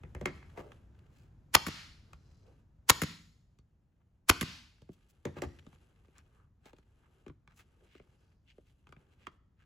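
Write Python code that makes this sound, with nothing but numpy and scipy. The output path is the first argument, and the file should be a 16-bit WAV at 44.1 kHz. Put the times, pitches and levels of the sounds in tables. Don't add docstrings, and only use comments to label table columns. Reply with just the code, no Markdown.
import sys
import numpy as np
from scipy import signal
from scipy.fft import rfft, irfft, next_fast_len
from scipy.io import wavfile
from scipy.ndimage import map_coordinates

SR = 44100
rng = np.random.default_rng(int(sys.argv[2]) if len(sys.argv) > 2 else 0)


def wrap_up_sound(samples):
    columns = np.atleast_2d(samples).T
    tamed = np.clip(columns, -1, 1)
    steps = np.round(tamed * 32767).astype(np.int16)
    wavfile.write(sys.argv[1], SR, steps)


N = 425565
SIZE = 16384
T = np.arange(SIZE) / SR
HZ = np.fft.rfftfreq(SIZE, 1 / SR)


def amp(db):
    return 10 ** (np.asarray(db) / 20)


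def unit(x):
    return x / np.sqrt(np.mean(x ** 2) + 1e-20)


def along(points, hz):
    f, value = np.transpose(points)
    return np.interp(np.log(hz + 1), np.log(f + 1), value)


def wobble(rate):
    knots = rng.standard_normal(int(N * rate / SR) + 4)
    return map_coordinates(knots, [np.arange(N) * rate / SR])


def filtered(x, response):
    n = x.shape[-1]
    padded = next_fast_len(n + SIZE)
    spectrum = rfft(x, padded) * response(np.fft.rfftfreq(padded, 1 / SR))
    return irfft(spectrum, padded)[..., :n]


def coloured(x, spectrum):
    return unit(filtered(x, lambda hz: amp(along(spectrum, hz))))


def ripple(hz, depth_db, spacing_hz):
    heights = rng.standard_normal(1024)
    return amp(depth_db * map_coordinates(heights, [hz / spacing_hz], mode="mirror"))


def causal(db):
    cepstrum = irfft(np.log(amp(db) + 1e-6))
    cepstrum[1:SIZE // 2] *= 2
    cepstrum[SIZE // 2 + 1:] = 0
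    return np.exp(rfft(cepstrum))


def resonances(modes):
    return sum(amp(db) * 1j * HZ * width / (centre * centre - HZ * HZ + 1j * HZ * width)
               for centre, width, db in modes)


def strike(response, t60, snap):
    chatter = rng.standard_normal((2, SIZE)) * amp(-60 * T / max(t60, .002))
    chatter /= np.linalg.norm(chatter, axis=1, keepdims=True)
    chatter[0, 0] += snap
    sound = irfft(rfft(chatter) * response)
    sound = sound * (1 - T / T[-1])
    return sound / np.linalg.norm(sound[0]) * np.sqrt(.005 * SR)


def add(track, s, sound):
    start = max(round(s * SR), 0)
    part = track[:, start:][:, :sound.shape[1]]
    part += sound[:, :part.shape[1]]


# t/s, level/dB
DRONE_LEVEL = [(0, -54), (1, -58), (2.2, -59), (3.9, -68), (5.9, -66), (9.65, -66.5)]
# f/Hz, level/dB per Hz
DRONE_SPECTRUM = [(12, -37.5), (20, -6.5), (55, 6), (93, 4), (277, -13.5), (399, -22), (1710, -35.5),
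                  (2020, -39), (2260, -40.5), (4810, -48), (6910, -46.5), (9140, -57), (11400, -51.5),
                  (16000, -63)]


def rumble():
    level_db = np.interp(np.arange(N) / SR, *np.transpose(DRONE_LEVEL))
    return amp(level_db) * coloured(rng.standard_normal((2, N)), DRONE_SPECTRUM)


GRIP_S = .035


def spell(start, end, now):
    return (np.tanh((now - start) / GRIP_S) - np.tanh((now - end) / GRIP_S)) / 2


# start t/s, end t/s, rub level/dB, crinkle level/dB, both before the grip
HANDLING_SPELLS = [(0, 0.805, -75.5, -83), (0.799, 1.337, -79, -93.5), (2.045, 2.599, -80, -89.5),
                   (3.494, 4.2, -97.5, -102), (4.751, 5.252, -82.5, -87), (5.25, 5.882, -75, -81),
                   (5.878, 6.45, -80, -88), (6.621, 7.334, -82, -90.5), (7.498, 8.35, -81, -88),
                   (8.454, 8.85, -91.5, -90), (8.851, 9.369, -79, -90)]


def handling(now):
    return sum(amp([[rub], [crinkle]]) * spell(start, end, now)
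               for start, end, rub, crinkle in HANDLING_SPELLS)


# f/Hz, level/dB per Hz
RUB_SPECTRUM = [(100, -13.5), (350, 8), (700, 2), (1400, 1), (2500, -9), (4500, -20), (12000, -32)]
# f/Hz, level/dB per Hz
CRINKLE_SPECTRUM = [(800, -25), (2800, 7), (4800, -1.5), (7500, -2), (11500, -1.5), (13500, -21),
                    (16000, -28)]


def vinyl():
    rub_gain, crinkle_gain = handling(np.arange(N) / SR)
    grip = amp(2.2 * wobble(28) + 1.5 * wobble(7))
    crackles = rng.standard_normal((2, N))
    crackles = crackles * (rng.random(N) < 2500 / SR)
    crackles = crackles * amp(1.2 * rng.exponential(size=N).clip(0, 5))
    rub = rub_gain * coloured(rng.standard_normal((2, N)), RUB_SPECTRUM)
    crinkle = crinkle_gain * coloured(crackles, CRINKLE_SPECTRUM)
    return grip * (rub + crinkle)


def slides(rows):
    out = np.zeros((2, N))
    t = np.arange(SR) / SR - .5
    for s, length, db, centre_hz, octaves in rows:
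        slips = rng.standard_normal((2, SR)) * (rng.random(SR) < 1800 / SR)

        def band(hz):
            distance = np.log2((hz + 1) / centre_hz) / octaves
            return ripple(hz, depth_db=1.5, spacing_hz=184.07) / (1 + distance ** 2) ** 1.5

        swell = np.exp(-2 * (t / length) ** 2)
        add(out, s - .5, amp(db) * swell * unit(filtered(slips, band)))
    return out


SCUFFS_PER_S, SCUFF_S, SCUFF_HZ = 11, .0069, 1400
SCUFF_DB = .5


def scuffs(spread_db=3, octaves=1.2):
    rows = []
    for start, end, rub_db, _ in HANDLING_SPELLS:
        count = round((end - start) * SCUFFS_PER_S)
        times = rng.uniform(start, end, count)
        variations = rng.standard_normal((count, 3)).clip(-2, 2)
        for s, (long, loud, high) in zip(times, variations):
            length = SCUFF_S * 2 ** (long / 2)
            db = rub_db + SCUFF_DB + spread_db * loud
            rows.append((s, length, db, SCUFF_HZ * 2 ** (high / 2), octaves))
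    return slides(rows)


# f/Hz, level/dB per Hz
CLATTER_SPECTRUM = [(100, -2.5), (500, 0), (1000, 1.5), (2100, -1), (3300, -6), (7000, -1.5), (11500, -11),
                    (16000, -18)]


def contacts(rows, modes, ring, clatter_t60, thud_t60):
    out = np.zeros((2, N))
    body = resonances(modes)
    upper = np.clip(np.log2((HZ + 1) / 2500), 0, 1)
    for s, click_db, thud_db, thud_hz, treble_db in rows:
        colour = ring * causal(along(CLATTER_SPECTRUM, HZ) + upper * treble_db)
        spot = causal(-6.5 * np.abs(np.log2((HZ + 20) / thud_hz)))
        add(out, s, amp(click_db) * strike(colour, clatter_t60, snap=.31))
        add(out, s, amp(thud_db) * strike(body * spot, thud_t60, snap=.84))
    return out


# f/Hz, width f/Hz, relative level/dB
BENCH_MODES = [(66, 17, -16), (90, 14, 17), (146, 60, 7.5), (227, 34, -1), (279.6, 27, 3.5), (340, 37, 6),
               (494.3, 130, 3.5), (564.8, 14, -3.5), (666, 31, -9)]
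# t/s, click level/dB, thud
# level/dB, thud f/Hz, click treble level/dB
BENCH_KNOCKS = [(.035, -53, -39, 92, -19), (.149, -47.5, -34, 85, -11), (.212, -51.5, -33, 167, -3.5),
                (.257, -29.5, -32.5, 388, -9.5), (.428, -55, -56, 85, -28), (.575, -54, -40, 600, -10),
                (5.253, -40, -30.5, 323, -5.5), (5.366, -58.5, -39, 272, -13), (5.42, -39.5, -32.5, 480, 0),
                (5.449, -57, -35, 78, -9)]
ROCK_S, ROCK_CLICK_DB, ROCK_THUD_DB, ROCK_PITCH = .014, -9.5, -4, .45


def knocks(duller_db=-10):
    casing = resonances([(1920, 340, .5), (1130, 320, -7)]) + amp(-7.5)
    rocks = [(s + ROCK_S, click_db + ROCK_CLICK_DB, thud_db + ROCK_THUD_DB, hz * ROCK_PITCH, treble + duller_db)
             for s, click_db, thud_db, hz, treble in BENCH_KNOCKS]
    first_end = contacts(BENCH_KNOCKS, BENCH_MODES, casing, clatter_t60=.02, thud_t60=.092)
    other_end = contacts(rocks, BENCH_MODES, casing, clatter_t60=.091, thud_t60=.11)
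    return first_end + other_end


# middle t/s, length t/s, level/dB, centre f/Hz, width/octaves
HAND_SLIDES = [(.595, 0.036, -51.5, 614, 1.22), (.64, .11, -58, 530, 0.93), (1.19, 0.1, -76.5, 2160, 2.3),
               (2.316, 0.28, -80.5, 4885, .5), (2.48, 0.064, -67.5, 525.4, 0.71),
               (4.01, .025, -82, 903, .9), (4.934, .022, -73, 2815, 2.4), (5.03, 0.016, -82, 2500, 1.2),
               (5.103, 0.017, -70, 5980, 3.6), (5.383, 0.024, -51, 1100, 1.02),
               (5.435, .02, -46.5, 1000, 0.99), (5.592, 0.011, -62.5, 2010, 0.96),
               (6.178, 0.042, -67, 1400, 1.1), (6.39, 0.1, -76, 1141, 0.5),
               (6.675, 0.036, -61.5, 940, 1.65), (7.05, 0.036, -73.5, 1240, 0.75),
               (7.517, .029, -70.5, 1281, 1.13), (7.588, 0.041, -69, 6500, 1.5),
               (7.6, 0.034, -63.5, 1180, 1.7), (7.829, .04, -72, 460, 0.47), (7.95, 0.098, -72, 2300, 0.98),
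               (8.25, 0.25, -90.5, 4763, .35), (8.5, 0.034, -67.5, 2600, .7), (8.685, .035, -78, 2300, 1.6),
               (9.13, 0.024, -75.5, 1590, 1.45), (9.24, 0.061, -72, 2170, 0.98),
               (9.616, 0.046, -74.5, 1570, 1.04)]


def hand_slides():
    return slides(HAND_SLIDES)


# f/Hz, width f/Hz, relative level/dB
PAN_MODES = [(62.67, 18, -8.5), (92, 50, 0.5), (133.88, 95, 5), (176, 360, -4.5), (300, 83, -5),
             (456, 82, -15), (1000, 74, -18.5)]
# t/s, click level/dB, thud level/dB, thud f/Hz, click treble level/dB
SEAT_TAPS = [(.719, -53.5, -51.5, 110, -12.5), (2.132, -52, -50, 81, -8.5), (3.588, -70, -52, 89, 1),
             (4.819, -67, -47.5, 100, 2), (4.891, -78, -42, 121, -4), (5.666, -62, -46.5, 80, -7),
             (5.729, -64, -55, 55, -12.5), (6.083, -75.5, -62.5, 260, -5.5), (6.182, -61.5, -61, 81.1, 14),
             (6.657, -61.5, -54.5, 496, 0), (6.732, -64.5, -54, 442, -8), (6.785, -66.5, -60, 86, -4.5),
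             (7.264, -60, -46, 360, -16), (7.281, -58, -45, 44.95, -8), (7.298, -59.5, -45.5, 40, -30),
             (7.476, -58, -58, 78, -12), (7.951, -63, -54.5, 351, -14), (7.999, -65, -53.5, 363.4, -29),
             (8.582, -80, -52.5, 460, -19), (8.87, -59, -62, 126.3, -15), (8.891, -67, -53, 101, -5),
             (8.924, -51.5, -57, 70, -14), (8.965, -65, -51, 166.7, -22.5), (9.269, -39.5, -49, 340, -17.5)]


def taps():
    tool = resonances([(1250, 430, 0), (2340, 130, -.64), (3400, 920, -2)]) + amp(-7.5)
    return contacts(SEAT_TAPS, PAN_MODES, tool, clatter_t60=.018, thud_t60=.026)


# t/s, blow level/dB, first blow's extra bite/dB, tilt/dB per octave (added to each blow's),
# push on the seat/dB, spot f/Hz, spit level/dB, trigger held t/s, piston return level/dB, exhaust length t/s
STAPLE_SHOTS = [(1.547, -13.5, -10, -1, -24.5, 211.5, -27.5, .1188, -37.5, .18),
                (2.897, -16, 3, 1, -27, 201.1, -23.5, .1208, -32.5, .12),
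                (4.2939, -14.5, -6.5, -0.06, -20, 130, -30.5, .1171, -33.5, .16)]
# f/Hz, level/dB per Hz
SPIT_SPECTRUM = [(200, -16), (1500, 4.5), (4000, -3.5), (7000, -3), (9000, 1), (11500, -0.5), (15500, -8.5)]
# f/Hz, level/dB per Hz
EXHAUST_SPECTRUM = [(200, -24.5), (600, -11), (1200, -1.5), (2500, 1.5), (4500, 2), (7000, -10),
                    (11000, -19.5), (16000, -33)]
SPIT_LEAD_S, EXHAUST_DB = .004, -49.5


def air(lead=.03, spit_length=.0022, onset_db=-14, onset_length=.0065):
    out = np.zeros((2, N))
    t = np.arange(SR) / SR

    def jet(spectrum):
        return coloured(rng.standard_normal((2, SR)), spectrum)

    def swell(length):
        return 1 / (1 + ((t - lead) / length) ** 4)

    for s, _, _, _, _, _, spit_db, held, _, exhaust_length in STAPLE_SHOTS:
        spit = swell(spit_length) * jet(SPIT_SPECTRUM)
        onset = amp(onset_db) * swell(onset_length) * jet(CLATTER_SPECTRUM)
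        add(out, s - SPIT_LEAD_S - lead, amp(spit_db) * (spit + onset))
        flow = (1 - np.exp(-t / .004)) / (1 + (t / exhaust_length) ** 4)
        puff = filtered(jet(EXHAUST_SPECTRUM), lambda hz: ripple(hz, depth_db=2.0, spacing_hz=70))
        add(out, s + held, amp(EXHAUST_DB) * flow * unit(puff))
    return out


# f/Hz, width f/Hz, relative level/dB
STAPLER_MODES = [(1147.3, 260, -3.5), (2150, 110, -12), (3680, 170, -8), (4320, 130, -6), (5180, 300, -8),
                 (6750, 60, -15.5), (6700, 160, -7.5), (7240, 97, -13.5), (10417, 390, -16.5),
                 (11200, 220, -11), (10793, 98, -13.5), (14900, 100, -17.5)]
# f/Hz, level/dB per Hz
CRACK_SPECTRUM = [(100, -20), (400, -3), (1100, 1.5), (2500, 0.5), (5000, -8.5), (7200, -7.5), (9000, -15),
                  (11400, -8), (13500, -16), (16000, -20.5)]
# f/Hz, level/dB per Hz
PISTON_SPECTRUM = [(100, -20.5), (600, -9.5), (1100, -0.5), (1900, 6.5), (3000, -1.5), (5000, -11),
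                   (7200, -6.5), (9000, -15), (11400, -9), (16000, -21.5)]
# t/s after firing, relative level/dB, tilt/dB per octave, clatter t60/s, relative push/dB
DRIVE_BLOWS = [(0, -0.5, 0.5, .016, -4.5), (.003, 0, 0, 0.011, 1.5), (.0059, -2, 0.5, .011, 0),
               (.0165, -15, -4, .038, -14)]
# t/s after release, relative level/dB, tilt/dB per octave, clatter t60/s, relative push/dB
RETURN_BLOWS = [(0, 2.5, -0.5, .018, 3.5), (.004, -2, 2, 0.034, 3), (.0165, -3.5, 0, .028, 4.5)]
SPOT_DB_PER_OCTAVE = -2


def blows(bench_db=-12, cushion_hz=420):
    out = np.zeros((2, N))
    body = resonances(STAPLER_MODES) + amp(-7)
    support = resonances(PAN_MODES) + amp(bench_db) * resonances(BENCH_MODES)
    octaves = np.log2(np.clip(HZ, 700, 12000) / 2500)
    cushion = causal(-10 * np.log10(1 + (HZ / cushion_hz) ** 4))

    def blow(s, db, spectrum, tilt, t60, push_db, spot):
        colour = causal(along(spectrum, HZ) + (tilt + 1) * octaves)
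        add(out, s, amp(db) * strike(body * colour, t60, snap=.38))
        add(out, s, amp(push_db) * strike(support * spot, t60, snap=1.2))

    for s, level, bite, bright, push, spot_hz, _, held, return_db, _ in STAPLE_SHOTS:
        spot = causal(SPOT_DB_PER_OCTAVE * np.abs(np.log2((HZ + 20) / spot_hz)))
        for k, (after, db, tilt, t60, push_db) in enumerate(DRIVE_BLOWS):
            blow_db = level + db + bite * (k == 0)
            blow(s + after, blow_db, CRACK_SPECTRUM, bright + tilt, t60, push + push_db, spot)
        for after, db, tilt, t60, push_db in RETURN_BLOWS:
            blow(s + held + after, return_db + db, PISTON_SPECTRUM, tilt, t60, return_db + push_db, spot * cushion)
    return out


# f/Hz, level/dB
ECHO_TONE = [(60, -3), (200, 0), (500, -4), (1200, -5), (2500, -5.5), (4500, -1), (7500, -10.5),
             (11000, -15), (16000, -18.5)]


def nearby(x, t60):
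    scatter = rng.standard_normal((2, SIZE)) * amp(-60 * T / t60) * (1 - np.exp(-T / .0045))
    scatter = filtered(scatter / np.linalg.norm(scatter[0]), lambda hz: amp(along(ECHO_TONE, hz)))
    return signal.fftconvolve(x[:1], scatter, axes=1)[:, :N]


# f/Hz, t60/s
ROOM_DECAY = [(100, 1.0), (500, 0.35), (1500, 0.59), (4500, 0.65), (8000, 0.76), (15000, 0.68)]


def room(x, gap=.009, size=30000):
    out = np.zeros((2, N))
    for start in range(0, N, size):
        hz, t, z = signal.stft(rng.standard_normal((2, SR)), SR, nperseg=256)
        decay = amp(-60 * t / along(ROOM_DECAY, hz)[:, None])
        tail = signal.istft(z * decay, SR, nperseg=256)[1]
        tail = tail / np.linalg.norm(tail[0])
        add(out, start / SR + gap, signal.fftconvolve(x[:1, start:start + size], tail, axes=1))
    return filtered(out, lambda hz: amp(along(ECHO_TONE, hz)))


# f/Hz, level/dB
SIDE_LEVEL = [(100, -19), (300, -10.5), (700, -4), (2500, -4.5), (4500, -5.5), (7000, -11.5),
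              (15000, -12.5)]


def scene():
    stapler = blows() + air()
    bench = knocks()
    seat = taps()
    drone = rumble()
    hands = vinyl() + hand_slides() + scuffs()
    wet = room(amp(-13.5) * stapler + amp(-8.5) * bench + amp(-15) * (seat + hands))
    early = nearby(amp(-19.5) * stapler + amp(-8.5) * bench + amp(-5.0) * seat, t60=.076)

    def surfaces(hz):
        return ripple(hz, depth_db=2.0, spacing_hz=172.6) ** np.clip(hz / 500, 0, 1)

    handled = filtered(bench + seat + hands, surfaces)
    mid, side = stapler + handled + wet + early + drone
    side = filtered(side, lambda hz: amp(along(SIDE_LEVEL, hz)))
    balance = amp(np.array([[1], [-1]]) * .25)
    return np.array([mid + side, mid - side]) * balance


# f/Hz, phase/radians
CHANNEL_PHASE = [(300, 0), (620, .7), (1100, 0), (1900, .1), (2700, 1.2), (4000, 0), (7300, -.1),
                 (8900, -3.1), (10700, -6.2), (11500, -6.4), (13200, -9.4), (15000, -12.5)]
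TOP_HZ = 16300


def record(dry, lag=.0088, knee_hz=340):
    def delay(hz):
        return np.exp(-2j * np.pi * lag * knee_hz * np.arctan(hz / knee_hz))

    def turn(hz):
        return np.exp(.5j * np.array([[1], [-1]]) * np.interp(hz, *np.transpose(CHANNEL_PHASE)))

    def low_cut(hz):
        return hz / np.hypot(hz, 32)

    x = filtered(dry, lambda hz: delay(hz) * turn(hz) * low_cut(hz))
    x = x / (1 + np.abs(x / .95) ** 6) ** (1 / 6)
    return filtered(x, lambda hz: 1 / (1 + (hz / TOP_HZ) ** 120))


dry = scene()
out = record(dry)
wrap_up_sound(out)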